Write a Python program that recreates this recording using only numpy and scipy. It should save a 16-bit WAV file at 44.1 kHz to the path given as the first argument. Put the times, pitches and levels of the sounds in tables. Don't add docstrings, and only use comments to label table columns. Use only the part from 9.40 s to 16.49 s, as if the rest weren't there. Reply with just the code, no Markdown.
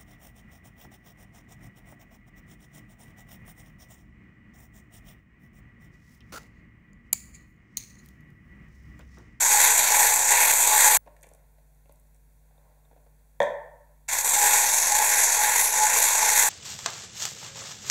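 import sys
import numpy as np
from scipy import signal
from scipy.fft import rfft, irfft, next_fast_len
from scipy.io import wavfile
from scipy.ndimage import uniform_filter1d

SR = 44100
rng = np.random.default_rng(int(sys.argv[2]) if len(sys.argv) > 2 else 0)


def pcm_store(signal):
    levels = np.round(np.clip(np.atleast_2d(signal), -1, 1) * 32767)
    wavfile.write(sys.argv[1], SR, levels.astype(np.int16).T)


N = 312669

# start t/s, end t/s
RUN_SPANS = [(0.0, 1.572), (4.68, 7.09)]
# t/s, gear whine level/dB, mean f/Hz
BOWL_LAPS = [(0.075, -28, 843.6), (0.475, -32.5, 844.3), (0.845, -30.5, 843.2), (1.265, -28, 850),
             (4.95, -30, 827), (5.49, -30, 844), (5.959, -28.5, 840.7), (6.36, -31, 850.6),
             (6.79, -31.5, 847)]


def from_db(db):
    return 10 ** (np.asarray(db) / 20)


def rms_one(x):
    return x / np.sqrt(np.mean(x ** 2) + 1e-20)


def in_time(rows, before, after):
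    s, *columns = np.transpose(rows)
    return [np.interp(np.arange(N) / SR, s, c, before, after) for c in columns]


def at_hz(points, hz):
    f, values = np.transpose(points)
    return np.interp(np.log(hz), np.log(f), values)


def colour(x, spectrum):
    size = next_fast_len(N)
    hz = np.fft.rfftfreq(size, 1 / SR) + 1
    return rms_one(irfft(rfft(x, size) * from_db(at_hz(spectrum, hz)), size)[:N])


def drift(rate):
    r = np.exp(-2 * np.pi * rate / SR)
    return rms_one(signal.lfilter([1], [1, -2 * r, r * r], rng.standard_normal(N + SR))[SR:])


def clicks_at(times, db):
    out = np.full(N, 1e-18)
    out[np.round(np.asarray(times) * SR).astype(int)] = from_db(db)
    return out


def ring(clicks, hz, t60):
    r, w = from_db(-60 / (t60 * SR)), 2 * np.pi * hz / SR
    return signal.lfilter([0, np.sin(w)], [1, -2 * r * np.cos(w), r * r], clicks)


def fade(clicks, t60):
    return signal.lfilter([1], [1, -from_db(-60 / (t60 * SR))], clicks)


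def resonance(x, hz, width_hz):
    r = np.exp(-np.pi * width_hz / SR)
    return signal.lfilter(np.array([1, 0, -1]) * (1 - r * r) / 2, [1, -2 * r * np.cos(2 * np.pi * hz / SR), r * r], x)


def running():
    t = np.arange(N) / SR
    return sum(np.clip((t - start) / .01, 0, 1) * np.clip((end + .002 - t) / .003, 0, 1)
               for start, end in RUN_SPANS)


def lap_swell(mean_db, swing_db, peak_share):
    lap_s = 0.38
    starts = np.transpose(BOWL_LAPS)[0]
    first_end, second_start = RUN_SPANS[0][1], RUN_SPANS[1][0]
    marks = np.sort([starts[0] - lap_s, *starts, first_end + lap_s / 4,
                     second_start - lap_s / 2, starts[-1] + lap_s])
    laps = np.interp(np.arange(N) / SR, marks, np.arange(len(marks)))
    return from_db(mean_db + swing_db * np.cos(2 * np.pi * (laps - peak_share)))


def wire_contacts(per_s, hiss_db):
    signs = rng.choice([-1, 1], N)
    clicks = rms_one(signs * (rng.random(N) < per_s / SR))
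    return clicks + from_db(hiss_db) * rng.standard_normal(N)


def rattle_and_bowl(contacts):
    # f/Hz, level/dB per Hz
    rattle_shape = [(300, -39.5), (450, -11), (900, 6), (1400, -2), (3600, -1.5), (5000, -2.5), (6000, -13),
                    (8000, -41.5)]
    # f/Hz, width/Hz, level/dB
    bowl_modes = [(244, 12, -48), (338.7, 10, -54), (446, 27, -26.5), (518, 35, -32), (943, 160, -18),
                  (2210, 48, -22), (2444, 19, -29.5)]
    rattle = colour(contacts, rattle_shape)
    bowl = sum(from_db(db) * rms_one(resonance(contacts, hz, width_hz)) for hz, width_hz, db in bowl_modes)
    return (lap_swell(mean_db=-6.5, swing_db=0.77, peak_share=.35) * rattle
            + lap_swell(mean_db=0.1, swing_db=0.84, peak_share=.25) * bowl)


def housing_drone():
    # f/Hz, level/dB per Hz
    drone_shape = [(1100, -39), (1450, 4), (1700, 6.5), (2300, 2), (2700, 0.5), (3300, -16)]
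    return lap_swell(mean_db=-8, swing_db=2.6, peak_share=0.39) * colour(rng.standard_normal(N), drone_shape)


def sliding(x, shape, peak_hz):
    pitches = np.linspace(6600, 7800, 3)
    place = np.interp(peak_hz, pitches, np.arange(len(pitches)))
    return sum(np.clip(1 - abs(place - k), 0, 1) * colour(x, np.multiply(shape, [hz, 1]))
               for k, hz in enumerate(pitches))


def vent_hiss(contacts, peak_hz):
    # f as a share of the peak's, level/dB per Hz
    vent_shape = [(.6, -36.5), (.8, -1), (1.0, 5.5), (1.2, -2), (1.5, -39)]
    # f as a share of the peak's, level/dB per Hz
    top_shape = [(1.1, -34), (1.3, -4.5), (1.62, 4.5), (1.901, -8.5), (2.3, -23.5)]
    spin_up_s, spin_up_dull_db = 0.14, -4.5
    slow = np.exp(-abs(np.arange(N) / SR - RUN_SPANS[1][0]) / spin_up_s)
    top = lap_swell(mean_db=-5.5, swing_db=1.5, peak_share=.55) * from_db(spin_up_dull_db * slow)
    return sliding(contacts, vent_shape, peak_hz) + top * sliding(contacts, top_shape, peak_hz)


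def patches(x, patchy_db, rate):
    size = next_fast_len(N)
    place = 2 * np.log2(np.fft.rfftfreq(size, 1 / SR) / 250 + 1)
    spectrum = rfft(x, size)
    out = 0
    for k in range(14):
        band = irfft(spectrum * np.clip(1 - abs(place - k), 0, 1), size)[:N]
        out = out + band * from_db(patchy_db * drift(rate))
    return out


def whine(vents_db):
    rise_s, hold_s, fall_db_per_s = 0.026, .08, 92
    idle_db = -22
    t = np.arange(N) / SR
    s, db, hz = np.transpose(BOWL_LAPS)
    level = from_db(vents_db + idle_db)
    for start, peak_db in zip(s, db):
        after = np.maximum(t - start - rise_s - hold_s, 0)
        level = level + np.clip((t - start) / rise_s, 0, 1) * from_db(peak_db - fall_db_per_s * after)
    wavering_hz = np.interp(t, s + rise_s, hz) * (1 + .0075 * drift(30.0))
    turns = np.cumsum(wavering_hz) / SR
    return np.sqrt(2) * np.sin(2 * np.pi * turns) * level * from_db(4.0 * drift(45.0))


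def worktop_rumble():
    # f/Hz, level/dB per Hz
    rumble_shape = [(15, 1), (60, 14), (110, -14.5), (300, -18), (400, -32)]
    return colour(rng.standard_normal(N), rumble_shape) * from_db(2.5 * drift(6.0))


def wire_slaps(x):
    # t/s, level/dB of the burst's gain
    slap_times = [(0.214, -16), (0.286, -28), (0.9074, -23), (1.0197, -28), (1.2732, -18.5),
                  (4.7325, -24.5), (4.786, -23), (4.845, -29), (4.8753, -21), (4.89, -28), (4.9357, -19),
                  (4.947, -27), (5.064, -24)]
    return uniform_filter1d(fade(clicks_at(*np.transpose(slap_times)), 0.038), size=60) * x


def whisk():
    # t/s, whisk level/dB, hiss peak f/Hz as the whisk tilts
    run_curves = [
        [(0.0, -21, 7350), (0.056, -22.5, 6870), (0.074, -23.5, 7060), (0.1, -20, 7360), (0.536, -22, 7240),
         (0.558, -18.5, 7470), (0.864, -25.5, 7360), (0.892, -21.5, 7430), (1.22, -22, 7500), (1.57, -19, 7600)],
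        [(4.69, -29.5, 7100), (4.72, -30, 7220), (5.04, -22, 7450), (5.42, -24.5, 6810), (5.58, -23, 7050),
         (6.46, -24.5, 6930), (6.57, -22.5, 7160), (6.92, -22.5, 7010), (7.08, -21.5, 7400), (7.09, -23, 7350)],
    ]
    dip_s, dip_length_s, dip_db = 4.832, 0.013, -9.5
    vents_db, peak_hz = in_time(run_curves[0] + run_curves[1], None, None)
    vents_db = vents_db + dip_db * np.exp(-((np.arange(N) / SR - dip_s) / dip_length_s) ** 4)
    clumps = from_db(0.3 * drift(33.0) + 2.0 * drift(100.0))
    contacts = wire_contacts(per_s=5000.0, hiss_db=5.0)
    rattle = rattle_and_bowl(contacts)
    treble = vent_hiss(contacts, peak_hz)
    mixed = from_db(vents_db) * (rattle + housing_drone() + treble)
    steady = patches(mixed, patchy_db=1.5, rate=5.7) * clumps
    airborne = running() * (steady + whine(vents_db)) + wire_slaps(rattle + treble)
    return airborne, running() * from_db(vents_db - 42.0) * worktop_rumble()


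def kitchen(x):
    # f/Hz, t60/s
    room_decay = [(200, 0.41), (530, 0.66), (1200, 0.81), (2000, 0.65), (3400, 0.36), (6000, 0.42),
                  (9700, 0.32)]
    t, tail = np.arange(SR) / SR, 0
    for low in 100 * 2 ** np.arange(0, 7.5, .5):
        half_octave = signal.butter(2, [low, np.sqrt(2) * low], "band", fs=SR, output="sos")
        band = signal.sosfilt(half_octave, rng.standard_normal(SR))
        tail = tail + band * from_db(-60 * t / at_hz(room_decay, low * 2 ** (1 / 4)))
    tail = tail * np.clip(t / .012, 0, 1)
    return signal.fftconvolve(x, tail / np.sqrt(np.sum(tail ** 2)))[:N]


def dips(x):
    # f/Hz, width/Hz, depth/dB
    notches = [(366, 72, 13), (1222, 130, 17), (2983, 350, 15), (5137, 660, 9.5)]
    for hz, width_hz, depth_db in notches:
        w = 2 * np.pi * hz / SR
        wide = np.pi * width_hz / SR * from_db(depth_db / 2)
        narrow = wide * from_db(-depth_db)
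        x = signal.lfilter([1 + narrow, -2 * np.cos(w), 1 - narrow], [1 + wide, -2 * np.cos(w), 1 - wide], x)
    return x


def hum():
    # f/Hz, mean level/dB rms
    mains_tones = [(50, -58), (150, -68.5), (250, -82.5), (350, -88.5), (450, -83.5)]
    t, out = np.arange(N) / SR, 0
    for hz, db in mains_tones:
        tone = np.sin(2 * np.pi * hz * t + rng.uniform(0, 2 * np.pi))
        out = out + np.sqrt(2) * from_db(db + .7 * drift(3.0)) * tone
    return out


def room_tone():
    # f/Hz, level/dB per Hz
    tone_shape = [(20, -18), (60, -9), (120, -5.5), (300, -19.5), (600, -17), (1500, -22.5), (4000, -31.5),
                  (8000, -28), (16000, -27)]
    return from_db(-66.5) * colour(rng.standard_normal(N), tone_shape)


def pouring_rustle():
    # t/s, mean level/dB
    rustle_curve = [(1.57, -73.5), (2.03, -72), (2.15, -76.5), (2.93, -85.5), (3.14, -71), (3.3, -64.5),
                    (3.42, -74), (4.0, -78.5)]
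    # f/Hz, level/dB per Hz
    rustle_shape = [(210, -37.5), (350, -17.5), (577, -11), (1220, -17), (1500, -24.5), (3660, -40),
                    (5000, -32.5), (6500, -62.5), (11000, -120)]
    level_db = in_time(rustle_curve, -99, -99)[0] + 0.83 * drift(20.0)
    return from_db(level_db) * colour(rng.standard_normal(N), rustle_shape)


def bumps():
    # t/s, dull level/dB, sharper level/dB
    bump_times = [(1.662, -43, -55), (1.674, -36.5, -78), (1.765, -60, -54), (1.829, -52, -48),
                  (1.834, -49.5, -47.5), (1.84, -45, -51), (1.869, -46, -63), (1.914, -46, -63),
                  (1.948, -50, -62), (2.184, -54, -61), (2.457, -53.5, -61), (2.494, -47, -55),
                  (2.512, -61, -59), (2.558, -59, -72), (2.75, -65, -66), (3.109, -53, -77),
                  (3.18, -55, -73), (3.452, -56, -77), (3.513, -47.5, -73), (3.53, -52, -73),
                  (3.563, -49.5, -77), (3.576, -51, -77), (3.664, -48.5, -66.5)]
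    s, dull_db, sharp_db = np.transpose(bump_times)
    noise = rng.standard_normal(N)
    dull_swell = uniform_filter1d(fade(clicks_at(s, dull_db), 0.044), size=120)
    dull = resonance(dull_swell * rms_one(resonance(noise, 430, 790)), 430, 500)
    sharp_swell = uniform_filter1d(fade(clicks_at(s, sharp_db), .03), size=60)
    sharp = resonance(sharp_swell * rms_one(resonance(noise, 2000, 1600)), 2000, 1400)
    return dull + sharp


def ticks():
    # t/s, level/dB, centre f/Hz
    tick_times = [(1.766, -56, 7430), (1.811, -56, 6500), (1.82, -58, 8500), (1.829, -44, 10000),
                  (1.833, -45, 6500), (1.843, -53, 7000), (1.868, -50, 9000), (1.889, -49, 8130),
                  (1.914, -62, 12000), (1.936, -48.5, 8500), (1.948, -50, 10800), (2.348, -64.5, 7510),
                  (2.457, -65.5, 7500), (2.494, -59, 7790), (2.523, -50, 12200), (2.558, -60.5, 7950),
                  (2.598, -55, 10950), (2.671, -63.5, 8270), (2.746, -56, 7490), (2.762, -60, 8100),
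                  (3.652, -66, 9000), (4.029, -35.5, 6950), (4.038, -48, 6970)]
    out, t = np.zeros(N), np.arange(SR // 20) / SR
    for (s, db, hz), noise in zip(tick_times, rng.standard_normal((len(tick_times), len(t)))):
        burst = from_db(db - 60 * t / 0.013) * rms_one(resonance(noise, hz, .6 * hz))
        out[int(s * SR):][:len(t)] += resonance(burst, hz, .7 * hz)
    return out


def clinks():
    # t/s, level/dB
    clink_times = [(3.179, -62), (3.451, -62)]
    return ring(clicks_at(*np.transpose(clink_times)), hz=3650, t60=.025)


def worktop(times, db, spread_db):
    # f/Hz, mean level/dB relative to the blow, t60/s
    wood_modes = [(119.5, -14.5, 0.028), (342, -17.5, .03), (472, -4, 0.026), (559, -1.5, 0.038),
                  (754, 5.5, 0.013), (793, -4.5, 0.01), (932, -4, 0.016), (1720, -7.5, 0.009),
                  (1810, -4.5, 0.016), (2390, -19, .008), (3270, -14, 0.012), (3590, -14, 0.0094),
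                  (4640, -31, 0.0043), (6450, -23, 0.0029), (7800, -32, 0.0065)]
    luck = rng.normal(0, 1, (len(times), len(wood_modes)))
    return sum((-1) ** k * ring(clicks_at(times, db + level_db + spread_db * luck[:, k]), hz, t60)
               for k, (hz, level_db, t60) in enumerate(wood_modes))


def set_down():
    # t/s, blow level/dB
    blows = [(4.003, -7.5), (4.015, -14.5), (4.02, -12.5), (4.031, -23.5)]
    s, db = np.transpose(blows)
    crack_db = -28
    crack = fade(clicks_at(s, db + crack_db), 0.021) * rng.standard_normal(N)
    contact = signal.butter(2, [250, 9000], "band", fs=SR, output="sos")
    return signal.sosfilt(contact, worktop(s, db, spread_db=3.5) + crack), crack


def scene():
    whisked, shaking = whisk()
    whisked = whisked + running() * from_db(-9.0) * kitchen(whisked)
    bumped, ticked = bumps(), ticks()
    thud, crack = set_down()
    to_room = from_db(-5.5) * thud + from_db(-13.0) * crack + from_db(-8.0) * bumped + from_db(-10.0) * ticked
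    air = whisked + thud + bumped + ticked + clinks() + kitchen(to_room) + pouring_rustle() + room_tone()
    return (dips(air) + shaking + hum())[None]


def record(dry):
    rectified_share, cutoff_hz = .07, 15720
    treble = signal.sosfilt(signal.butter(2, 3500, "high", fs=SR, output="sos"), dry)
    shift = signal.sosfilt(signal.butter(1, 60, fs=SR, output="sos"), abs(treble))
    top_cut = signal.ellip(12, .5, 52, cutoff_hz, fs=SR, output="sos")
    return signal.sosfilt(top_cut, dry + rectified_share * shift)


dry = scene()
out = record(dry)
pcm_store(out)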